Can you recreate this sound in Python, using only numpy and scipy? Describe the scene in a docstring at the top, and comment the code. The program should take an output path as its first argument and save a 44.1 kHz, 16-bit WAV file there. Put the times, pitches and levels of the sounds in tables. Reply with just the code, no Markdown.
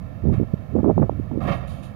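"""A tractor with a round baler works far off on a stubble field. A dull diesel drone and a light breeze
run throughout. From 0.2 s gusts buffet the right microphone port with eddies that rumble and pop;
the muffled left port hears little but rumble. At 0.3 s the baler gives a small clatter of steel over
the boom of its bale chamber. At 1.4 s comes a loud clatter with a thin squeal as the tailgate starts
to lift, and the hydraulics hiss on after it."""
import sys
import numpy as np
from scipy import signal
from scipy.fft import rfft, irfft
from scipy.io import wavfile
from scipy.ndimage import uniform_filter1d

SR = 44100
rng = np.random.default_rng(int(sys.argv[2]) if len(sys.argv) > 2 else 0)


def generate_wav(signal):
    """Clip the signal to [-1, 1] and save it as 16-bit WAV at the path in sys.argv[1]."""
    frames = np.transpose(np.atleast_2d(signal))
    scaled = np.clip(frames, -1, 1) * 32767
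    pcm = np.round(scaled).astype(np.int16)
    wavfile.write(sys.argv[1], SR, pcm)


N = 85995
T = np.arange(N) / SR

# Spectrum of the diesel drone: f/Hz, relative level/dB
DRONE_SPECTRUM = [(18, -43), (30, -37), (79, 4), (153, 1.5), (188, -1), (310, -13.5), (344, -14),
                  (566, -14), (613, -16), (932, -23.5), (1010, -26.5), (1490, -28.5), (1750, -30),
                  (3460, -44.5), (15800, -72)]
# Engine and gear tones: f/Hz, relative level/dB
ENGINE_TONES = [(667.5, -62), (1039, -60.5), (1136, -71), (1346, -61), (1760, -84.5), (2250, -77.5),
                (2530, -77), (2649, -77.5)]
# Light wind under the gusts: t/s, level/dB
BREEZE_LEVELS = [(0, -27.5), (.18, -40.5), (.3, -22.5), (.48, -36.5), (.65, -34.5), (.8, -31.5), (.95, -22),
                 (1.07, -29.5), (1.26, -30.5), (1.34, -27), (1.55, -28), (1.7, -26.5), (1.95, -43)]
# Gusts on the port: t/s, attack/s, hold/s, level/dB, typical eddy f/Hz
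WIND_GUSTS = [(0.208, 0.063, 0.059, -12.5, 155.2), (0.391, 0.0095, 0.03, -17, 173.1),
              (0.697, 0.031, 0.017, -21.5, 150), (0.74, 0.017, 0.043, -15.5, 214.4),
              (0.82, 0.036, 0.055, -13, 250.9), (0.952, 0.03553, 0.045, -12.5, 185.5),
              (1.012, 0.01222, 0.0085, -18.5, 387.7), (1.104, 0.0061, .11, -23.5, 110.6),
              (1.303, 0.011, 0.086, -23.5, 175.5)]
# Lone hard eddies that pop on the right port: t/s, peak level/dB, f/Hz
RIGHT_POPS = [(0.254, -12.5, 330), (0.317, -12.5, 200), (0.344, -14, 260), (.383, -6, 120.4),
              (.400, -8.5, 302), (.433, -20, 470), (0.5395, -4, 151), (0.5415, -13, 312),
              (0.7544, -4.5, 280), (0.7874, -12, 399), (0.833, -6.5, 280), (0.8448, -11, 636),
              (0.8947, -9.5, 520), (0.8995, -2.5, 500), (0.98, -4, 547), (1.026, -17, 717),
              (1.0962, -4, 537), (1.126, -20, 279), (1.199, -10, 221), (1.3151, -21, 615),
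              (1.317, -13, 164), (1.3763, -9.5, 280), (1.464, -11.5, 210)]
# Lone eddies that bump the left port: t/s, peak level/dB, f/Hz
LEFT_BUMPS = [(.828, -34.5, 85), (0.927, -26, 130), (0.938, -36, 60)]
# Booms of the bale chamber: t/s, attack/s, hold/s, decay/s, level/dB
CHAMBER_BOOMS = [(0.316, 0.015, 0.026, 0.037, -21.5), (1.392, 0.061, 0.059, 0.072, -18.5)]
# Spectrum of the boom: f/Hz, relative level/dB
CHAMBER_SPECTRUM = [(40, -25.5), (90, -7), (140, 1), (210, -9.5), (300, -16.5), (450, -49.5), (1000, -66)]
# Clatters of the baler: t/s, attack/s, hold/s, decay/s, level/dB
CLATTER_BURSTS = [(0.323, 0.005, 0.033, 0.036, -38), (1.402, 0.0051, 0.075, 0.048, -33.5),
                  (1.471, 0.0096, 0.021, 0.014, -25), (1.513, 0.0051, 0.016, 0.023, -25),
                  (1.54, 0.044, 0.072, 0.26, -40.5)]
# Spectrum of knocked steel: f/Hz, relative level/dB
STEEL_SPECTRUM = [(210, -24.5), (350, -0.5), (520, -4), (690, -0.5), (941, -8.5), (1270, -7), (1490, -12),
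                  (1730, -13), (2650, -19.5), (5020, -36.5), (9000, -57), (15800, -80)]
# Ringing modes of the steel panels: f/Hz, relative level/dB
PANEL_MODES = [(555, 4), (635, -3.5), (710, 0.5), (1028, -3), (1108, -1), (1200, -6), (1297, -8.5),
               (1668, -2), (1771, -13.5), (1889, -6.5), (2164, -9), (2235, -27), (2379, -13), (2675, -13),
               (3111, -24), (3246, -25.5), (3655, -25), (3811, -28), (4575, -31), (4730, -26)]
# Hard blows of steel on steel: t/s, level/dB, tilt from 1 to 8 kHz/(dB per octave)
STEEL_BLOWS = [(0.336, -33.5, 2.5), (1.411, -23, -12), (1.4497, -23.5, -2), (1.4705, -24.5, 3),
               (1.485, -18, -6), (1.5195, -27, 3), (1.537, -28, -1), (1.549, -34, 2.5), (1.632, -33, -2.5)]
# Resonances of the tailgate squeal: f/Hz, width/Hz, relative level/dB
TAILGATE_MODES = [(13420, 70, -9), (14400, 210, -19)]
# Hisses of the hydraulics: t/s, attack/s, hold/s, decay/s, level/dB
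HISS_BURSTS = [(1.416, 0.0085, .02, 0.013, -58), (1.468, .02, 0.088, 0.022, -55.5),
               (1.67, 0.008, 0.031, 0.098, -51), (1.826, 0.008, 0.016, 0.027, -52)]
# Spectrum of the hiss: f/Hz, relative level/dB
HISS_SPECTRUM = [(1500, -8), (3000, 11), (4500, 4.5), (5800, -5.5), (6900, 0.5), (8000, -9), (8800, -3),
                 (9200, 6), (9650, -3), (11300, 0), (13000, -17), (16000, -26)]
# Comb-like peaks and dips of a short ground echo, heard on the right: f/Hz, gain/dB, Q
GROUND_ECHO_EQ = [(415, -11, 3.5), (620, 3, 3), (905, -8, 6), (1220, 3, 5), (1530, -15, 12), (1760, 4, 9),
                  (2010, -11, 16), (2220, 4, 10), (2450, -6, 25), (2660, 4, 12), (2900, -10, 18),
                  (3130, 4, 12), (3390, -8, 18), (3700, 4, 12), (4020, -7, 28), (4460, -5, 30),
                  (4700, 5, 22), (4920, -5, 14), (5520, -5, 30), (7800, -5, 6)]
# Muffling of far sounds at the left port: f/Hz, gain/dB
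LEFT_PORT_EQ = [(30, -8.5), (60, -2.5), (130, -20), (200, -16.5), (380, -28), (620, -23), (760, -30),
                (1000, -21), (1350, -23), (1600, -25), (2100, -20.5), (2500, -19), (4400, -25),
                (6900, -12.5), (7600, -15.5), (15000, -20.5)]
# Spectrum of the microphone's self-noise: f/Hz, relative level/dB
SELF_NOISE_SPECTRUM = [(200, 12.5), (3000, 7), (6800, -4), (7500, -9), (10000, -3), (13000, 2),
                       (16000, -2.5)]


def from_db(db):
    """Decibels to gain."""
    return 10 ** (np.asarray(db) / 20)


def unit_rms(x):
    """Scale to unit rms."""
    return x / np.sqrt(np.mean(x ** 2) + 1e-20)


def shaped(x, points):
    """EQ a sound along a curve of (f/Hz, gain/dB) points."""
    hz, db = np.transpose(points)
    f = np.maximum(np.arange(N // 2 + 1) * SR / N, 1)
    return irfft(rfft(x) * from_db(np.interp(np.log(f), np.log(hz), db)), N)


def stereo_noise(correlation=0.33):
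    """White noise at the left and right ports, partly alike."""
    right, other = rng.standard_normal((2, N))
    return np.array([correlation * right + np.sqrt(1 - correlation ** 2) * other, right])


def noise_bed(spectrum):
    """Coloured stereo noise at unit rms."""
    return unit_rms(shaped(stereo_noise(), spectrum))


def drift(hz):
    """Slow random wander at unit rms, mostly below hz."""
    f = np.arange(N // 2 + 1) * SR / N
    return unit_rms(irfft(rfft(rng.standard_normal(N)) / (1 + (f / hz) ** 2), N))


def envelope(start, attack, hold, decay, db):
    """Linear rise, hold, exponential fall."""
    rise = np.clip((T - start) / attack, 0, 1)
    fall = np.exp(-np.maximum(T - start - attack - hold, 0) / decay)
    return from_db(db) * rise * fall


def resonate(x, modes):
    """Parallel resonances, each applied twice for steep skirts; unit rms."""
    out = 0
    for hz, width, db in modes:
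        b, a = signal.iirpeak(hz, hz / (1.5 * width), fs=SR)  # wider, as two passes narrow it
        out = out + from_db(db) * signal.lfilter(b, a, signal.lfilter(b, a, x))
    return unit_rms(out)


def tractor(drone_db=-31, tones_db=-1, wander=0.0096):
    """A distant diesel drones under wavering engine and gear tones."""
    tones = 0
    for hz, db in ENGINE_TONES:
        phase = 2 * np.pi * hz * np.cumsum(1 + wander * drift(hz=13)) / SR
        tones += from_db(db) * np.sqrt(2) * np.sin(phase + rng.uniform(0, 2 * np.pi))
    return from_db(drone_db) * noise_bed(DRONE_SPECTRUM) + from_db(tones_db) * tones


def add_eddy(out, at, gain, hz):
    """One eddy passes the port: a smooth dip of pressure between two shoulders."""
    near = slice(max(int((at - 2 / hz) * SR), 0), max(int((at + 2 / hz) * SR), 0))
    u = (np.pi * hz * (T[near] - at)) ** 2
    out[near] -= gain * (1 - 2 * u) * np.exp(-u)


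def turbulence(hz, speed, max_eddies, eddies_per_cycle=1.9, spread_octaves=0.44, spread_db=2):
    """A stream of eddies of mixed size, quicker and louder where the air is faster."""
    stream, relative_speed = np.zeros(N), speed / speed.max()
    at = T[np.argmax(relative_speed > .02)]
    for jitter, detune, strength, sign in rng.standard_normal((max_eddies, 4)):
        if at >= T[-1]:
            break
        pitch = hz * max(relative_speed[int(at * SR)], .25) ** 0.46  # eddies slow as the wind fades
        gap = 1 / (eddies_per_cycle * pitch)
        gain = np.sign(sign) * from_db(spread_db * strength)
        eddy_hz = pitch * 2 ** (spread_octaves * np.clip(detune, -2, 2))
        add_eddy(stream, at + gap * jitter / 2, gain, eddy_hz)
        at += gap
    local_rms = np.sqrt(uniform_filter1d(stream ** 2, size=1100) + .02)
    return speed * stream / local_rms  # evened out, so the air speed rides the level


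def wind(breeze_hz=87.3, release_s=0.018, left_db=-56, low_cut_hz=57):
    """Breeze and gusts buffet the right port; lone eddies pop on both."""
    flow = turbulence(breeze_hz, from_db(np.interp(T, *np.transpose(BREEZE_LEVELS))), max_eddies=900)
    for start, attack, hold, db, hz in WIND_GUSTS:
        speed = envelope(start, attack, hold, release_s, db)
        flow += turbulence(hz, speed, max_eddies=100)
        # Gusts break up into smaller, weaker eddies.
        flow += from_db(-12.5) * turbulence(1.9 * hz, speed, max_eddies=220)
    out = np.array([from_db(left_db) * flow, flow])
    for port, pops in zip(out, (LEFT_BUMPS, RIGHT_POPS)):
        for at, db, hz in pops:
            add_eddy(port, at, from_db(db), hz)
            add_eddy(port, at, from_db(db - 31.5), hz * 2.15)  # each pop sheds a finer, crackling eddy
    return signal.sosfilt(signal.butter(2, low_cut_hz, "high", fs=SR, output="sos"), out)


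def chamber_boom():
    """The bale chamber booms low beneath the clatter."""
    return noise_bed(CHAMBER_SPECTRUM) * sum(envelope(*row) for row in CHAMBER_BOOMS)


def baler_clatter(knocks_per_s=540, knock_spread_db=0.5, panel_width_hz=15.2, panel_db=-12):
    """Dense knocks in an equal wash of noise rattle the steel panels and set them ringing."""
    hits = rng.random(N) < knocks_per_s / SR
    knocks = hits * from_db(-knock_spread_db * np.minimum(rng.exponential(1, N), 3))
    drive = unit_rms(knocks * np.sign(stereo_noise())) + stereo_noise()
    rattle = unit_rms(shaped(drive, STEEL_SPECTRUM))
    ring = resonate(drive, [(hz, panel_width_hz, db) for hz, db in PANEL_MODES])
    return (rattle + from_db(panel_db) * ring) * sum(envelope(*row) for row in CLATTER_BURSTS)


def steel_blows(attack_s=0.0025, crack_decay_s=0.0093, crack_db=-2.5,
                ring_decay_s=0.029, ring_db=-15.5, ring_spread_db=4):
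    """Each blow cracks and leaves the panels ringing, every mode with a strength of its own."""
    crack, out = noise_bed(STEEL_SPECTRUM), 0
    for at, db, db_per_octave in STEEL_BLOWS:
        tilt = [(1000, 0), (8000, 3 * db_per_octave)]
        ring = 0
        for hz, mode_db in PANEL_MODES:
            gain = from_db(mode_db + ring_spread_db * rng.standard_normal())
            ring += gain * np.sin(2 * np.pi * (hz * T + rng.random()))
        out += shaped(crack, tilt) * envelope(at, attack_s, 0, crack_decay_s, db + crack_db)
        out += shaped(ring, tilt) * envelope(at, attack_s, 0, ring_decay_s, db + ring_db)
    return out


def tailgate_squeal():
    """The tailgate starts to lift with a thin squeal: noise through two high, narrow resonances."""
    level = envelope(start=1.408, attack=.014, hold=.133, decay=.004, db=-64)
    return resonate(stereo_noise(), TAILGATE_MODES) * level


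def hydraulic_hiss():
    """The hydraulics hiss in short, bright bursts."""
    return noise_bed(HISS_SPECTRUM) * sum(envelope(*row) for row in HISS_BURSTS)


def ground_echo_colour(x):
    """Bell filters give the far machines the hollow, comb-like colour of a short ground echo."""
    for hz, db, q in GROUND_ECHO_EQ:
        w, gain = 2 * np.pi * hz / SR, from_db(db / 2)
        alpha = np.sin(w) / (2 * q)
        b = [1 + alpha * gain, -2 * np.cos(w), 1 - alpha * gain]
        a = [1 + alpha / gain, -2 * np.cos(w), 1 - alpha / gain]
        x = signal.lfilter(b, a, x)
    return x


def scene():
    """Far machines, muffled on the left and hollow on the right, behind close wind."""
    far = tractor() + baler_clatter() + chamber_boom()
    left, right = far + tailgate_squeal() + hydraulic_hiss() + steel_blows()
    return np.array([shaped(left, LEFT_PORT_EQ), ground_echo_colour(right)]) + wind()


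def record(dry):
    """The microphone adds faint self-noise and a steep top cut at 15.8 kHz."""
    self_noise = from_db(-67) * unit_rms(shaped(rng.standard_normal((2, N)), SELF_NOISE_SPECTRUM))
    top_cut = signal.ellip(12, .1, 80, 15800, fs=SR, output="sos")
    return signal.sosfilt(top_cut, dry + self_noise)


dry = scene()
out = record(dry)
generate_wav(out)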